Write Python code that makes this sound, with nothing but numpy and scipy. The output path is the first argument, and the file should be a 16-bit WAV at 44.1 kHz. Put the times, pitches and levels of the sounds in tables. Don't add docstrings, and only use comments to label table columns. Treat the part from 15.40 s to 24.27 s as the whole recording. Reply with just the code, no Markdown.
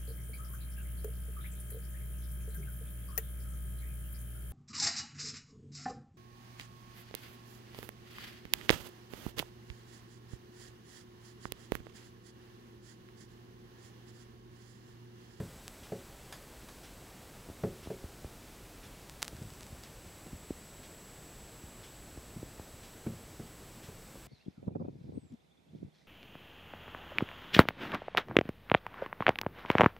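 import sys
import numpy as np
from scipy import signal
from scipy.fft import rfft, irfft
from scipy.io import wavfile

SR = 44100
rng = np.random.default_rng(int(sys.argv[2]) if len(sys.argv) > 2 else 0)


def transcribe(signal):
    frames = np.atleast_2d(signal).T
    limited = np.clip(frames, -1, 1)
    pcm = np.round(limited * 32767).astype(np.int16)
    wavfile.write(sys.argv[1], SR, pcm)


N = 391166

# pitch in Hz, level in dB.
HISS_COLOUR = [(10, -22), (25, -3), (50, 3.5), (75, -2), (120, -1), (200, -4.5), (350, -6.5), (600, -10),
               (1000, -14.5), (2000, -18), (4000, -21), (7000, -23), (10000, -24.5), (16000, -27)]
SWISH_COLOUR = [(300, -25), (1400, -2.5), (2400, -2), (3400, 0.5), (4300, -5.5), (5500, -3.5), (7500, -13),
                (11500, -14), (16000, -33)]
CRACK_COLOUR = [(500, -10), (900, 2), (1250, -2.5), (1600, -1.5), (2400, -11), (3500, -17), (6000, -23),
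                (16000, -43)]
# time in seconds, level in dB.
WHINE_FADER = [(0, -68.5), (3.9, -73.5), (4.02, -64.5), (4.56, -67.5), (4.7, -63.5), (5.4, -61.5),
               (6, -61.5), (7, -63.5), (8.87, -65.5)]
# start and end in seconds, steps per second, typical peak in dB.
PAW_SPELLS = [(3.941, 4.1, 32, -40.5), (4.101, 5.15, 7, -45.5), (6.2, 7.3, 3.9, -49),
              (8.383, 8.56, 16, -46)]
# start in seconds, level in dB, time to fall 60 dB in seconds.
WOOD_CLACKS = [(0.9251, -39, 0.031), (0.928, -48, 0.19), (1.286, -51, 0.11), (3.828, -38, 0.021)]
# centre in Hz, width in Hz, level in dB.
CLACK_RESONANCES = [(1030, 510, 3), (1780, 540, 5), (3530, 1100, 1), (4800, 500, 1), (6660, 1200, -1.5),
                    (11000, 3700, -7)]
# time in seconds, peak in dB.
DRY_SNAPS = [(.2801, -21.5), (3.6969, -27), (3.8209, -22), (3.8281, -8.5), (3.846, -28), (3.8506, -27),
             (3.8804, -19.5), (4.2086, -30), (4.232, -30), (4.4369, -29)]
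# start and end in seconds, snaps per second,
# typical peak in dB.
CRACKLE_SPELLS = [(3.819, 3.828, 450, -31), (3.96, 4.3, 17, -35.5)]
# time in seconds, peak of the tap in dB,
# its contact time in ms, peak of the shavings giving way in dB.
STICK_DROPS = [(2.089, -40, 0.47, -50), (2.0995, -35.5, .42, -41), (2.461, -41, 0.45, -52),
               (2.4729, -34, 0.39, -37.5), (2.641, -36.5, 0.54, -34), (2.846, -34.5, 0.36, -35.5),
               (3.929, -39.5, .6, -40), (4.325, -50, 1.4, -38), (4.9311, -33.5, 2.1, -40),
               (5.107, -24, .84, -39.5), (6.237, -45, 2.1, -41.5), (6.775, -37.5, .4, -40.5),
               (7.030, -31, 0.69, -43), (7.197, -35.5, 0.27, -40.5)]
# pitch in Hz, time to fall 60 dB in seconds, level in dB
# when struck at the end, level in dB when struck at the side, direction of the first swing as +1 or -1.
TANK_MODES = [(92.5, 0.24, -2.5, -3, -1), (121.6, 0.17, 2.5, 0.5, -1), (164, 0.27, -11, -1.5, 1),
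              (186.7, 0.15, 9, -3.5, 1), (223, 0.16, -12.5, 4, -1), (247.3, 0.19, -2.5, -11, 1),
              (318, 0.043, -14, 6, 1), (342.4, 0.23, -4.5, -11.5, 1), (379, 0.32, 0.5, -25, -1),
              (413, 0.12, 7, -10, 1), (442, 0.11, 11.5, -18, -1), (480, 0.14, -14, -12.5, -1),
              (543, 0.21, -4, -15.5, 1), (569, 0.18, -4.5, -26, 1), (653, 0.064, 2, -19, -1),
              (722, .12, -11, -20, -1), (823, 0.083, -13, -23, 1)]
# start in seconds, level in dB, place from 0 (end) to 1 (side),
# tilt in dB per octave, factor on the ring time (small when the stick stays pressed on).
STICK_KNOCKS = [(0.001, -39, 0.54, -1, 1.4), (0.5194, -39.5, 0.39, 5, 1.3), (2.2354, -33, 0.37, 2, 1.36),
                (2.5018, -44, 0.19, 4, 1.32), (4.013, -48, 0.77, -2.5, 1.14), (4.862, -48.5, 0.98, 5, 0.57),
                (6.961, -47, 0.94, -3.5, 1.4), (7.6645, -36.5, 0.96, 1.1, 1.54),
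                (7.9957, -43.5, 0.85, 2.5, 1.45), (8.485, -50.5, 0.33, -0.5, 0.91),
                (8.752, -50.5, 0.6, 4.5, 0.57)]


def gain_of(db):
    return 10 ** (np.asarray(db) / 20)


def unit_rms(x):
    return x / np.sqrt(np.mean(x ** 2) + 1e-20)


def add(mix, start, sound):
    part = mix[max(round(start * SR), 0):][:len(sound)]
    part += sound[:len(part)]


def noise(colour, size):
    points_hz, points_db = np.transpose(colour)
    hz = np.fft.rfftfreq(size, 1 / SR)
    eq = gain_of(np.interp(np.log(hz + 1), np.log(points_hz), points_db))
    return unit_rms(irfft(rfft(rng.standard_normal(size)) * eq, size))


def decay(t, t60):
    return np.exp(-np.log(1000) * t / t60)


def scattered(start, end, per_s, db, spread_db=1.5, count=32):
    late, softness = rng.random((count, 2)).T
    times = start + (np.arange(count) + late) / per_s
    levels = db - spread_db * (2 * softness - 1)
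    return np.column_stack([times, levels])[times < end]


def add_thud(mix, at, db, contact_ms, body_hz, damping=0.63, lead_s=0.02):
    t = np.arange(SR // 8) / SR - lead_s
    push = 1 / (1 + (1000 * t / contact_ms) ** 2)
    w = 1j * np.fft.rfftfreq(len(t), 1 / SR) / body_hz
    swing = irfft(rfft(push) * w ** 2 / (w ** 2 + damping * w + 1))
    add(mix, at - lead_s, gain_of(db) * swing / abs(swing).max())


def hiss(db=-52):
    return gain_of(db) * noise(HISS_COLOUR, N)


def camera_whine(main_hz=7715.2, frame_hz=29.39, high_hz=11854.4, high_db=-77):
    t = np.arange(N) / SR
    fader = gain_of(np.interp(t, *np.transpose(WHINE_FADER)))
    main = fader * np.sin(2 * np.pi * main_hz * (t % (1 / frame_hz)))
    fade_in = np.clip((t - 6.2) / 0.7, 0, 1)
    high = gain_of(high_db) * fade_in * np.sin(2 * np.pi * high_hz * t)
    return np.sqrt(2) * (main + high)


def swishes(first_s=0.431, every_s=1, db=-56.5, rise_s=0.0011, length_s=0.048):
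    out, t = np.zeros(N), np.arange(SR // 5) / SR
    envelope = (1 - np.exp(-t / rise_s)) * np.exp(-(t / length_s) ** 2)
    for start in np.arange(first_s, N / SR, every_s):
        add(out, start, gain_of(db) * envelope * noise(SWISH_COLOUR, len(t)))
    return out


def paws():
    out = np.zeros(N)
    for spell in PAW_SPELLS:
        for at, db in scattered(*spell):
            add_thud(out, at, db, contact_ms=1.7, body_hz=88)
    return out


def clacks():
    out, t = np.zeros(N), np.arange(SR // 3) / SR
    hz = np.fft.rfftfreq(len(t), 1 / SR)
    eq = sum(gain_of(db) / (1 + (2 * (hz - centre) / width) ** 2)
             for centre, width, db in CLACK_RESONANCES)
    for start, db, t60 in WOOD_CLACKS:
        rattle = unit_rms(irfft(rfft(rng.standard_normal(len(t))) * eq, len(t)))
        add(out, start, gain_of(db) * rattle * decay(t, t60))
    return out


def snaps(low_cut_hz=520, high_cut_hz=6730, damping=1.2, size=512):
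    out, hz = np.zeros(N), np.fft.rfftfreq(size, 1 / SR)
    low, high = 1j * hz / low_cut_hz, 1j * hz / high_cut_hz
    band = low / (1 + low) / (1 + damping * high + high ** 2)
    spike = np.roll(irfft(band), size // 2)
    crackles = [hit for spell in CRACKLE_SPELLS for hit in scattered(*spell)]
    for at, db in [*DRY_SNAPS, *crackles]:
        add(out, at - size / 2 / SR, gain_of(db) * spike / abs(spike).max())
    return out


def stick_thuds(sink_after_s=0.0033):
    out = np.zeros(N)
    for at, tap_db, contact_ms, sink_db in STICK_DROPS:
        add_thud(out, at, tap_db, contact_ms, body_hz=302)
        add_thud(out, at + sink_after_s, sink_db, contact_ms=2.4, body_hz=69)
    return out


def stick_knocks(rise_s=0.00059, crack_t60=0.068, crack_end_db=-5, crack_side_db=-13.5):
    out, t = np.zeros(N), np.arange(SR // 2) / SR
    hz, t60, end_db, side_db, direction = np.transpose(TANK_MODES)[:, :, None]
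    modes = direction * np.sin(2 * np.pi * hz * t)
    attack = 1 - np.exp(-t / rise_s)
    for start, db, place, tilt, ring_factor in STICK_KNOCKS:
        mode_db = end_db + place * (side_db - end_db) + tilt * np.log2(hz / 250)
        panes = (gain_of(mode_db) * modes * decay(t, t60 * ring_factor)).sum(0)
        crack_db = crack_end_db + place * (crack_side_db - crack_end_db)
        crack = gain_of(crack_db) * noise(CRACK_COLOUR, len(t)) * decay(t, crack_t60)
        add(out, start, gain_of(db) * (panes + crack) * attack)
    return out


def scene():
    hamster = stick_knocks() + stick_thuds() + paws() + snaps() + clacks()
    mono = hamster + swishes() + camera_whine() + hiss()
    return np.array([mono, mono])


def record(dry):
    high_cut = signal.firwin(255, 15900, window=("kaiser", 8), fs=SR)
    return signal.oaconvolve(dry, high_cut[None], "same")


dry = scene()
out = record(dry)
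transcribe(out)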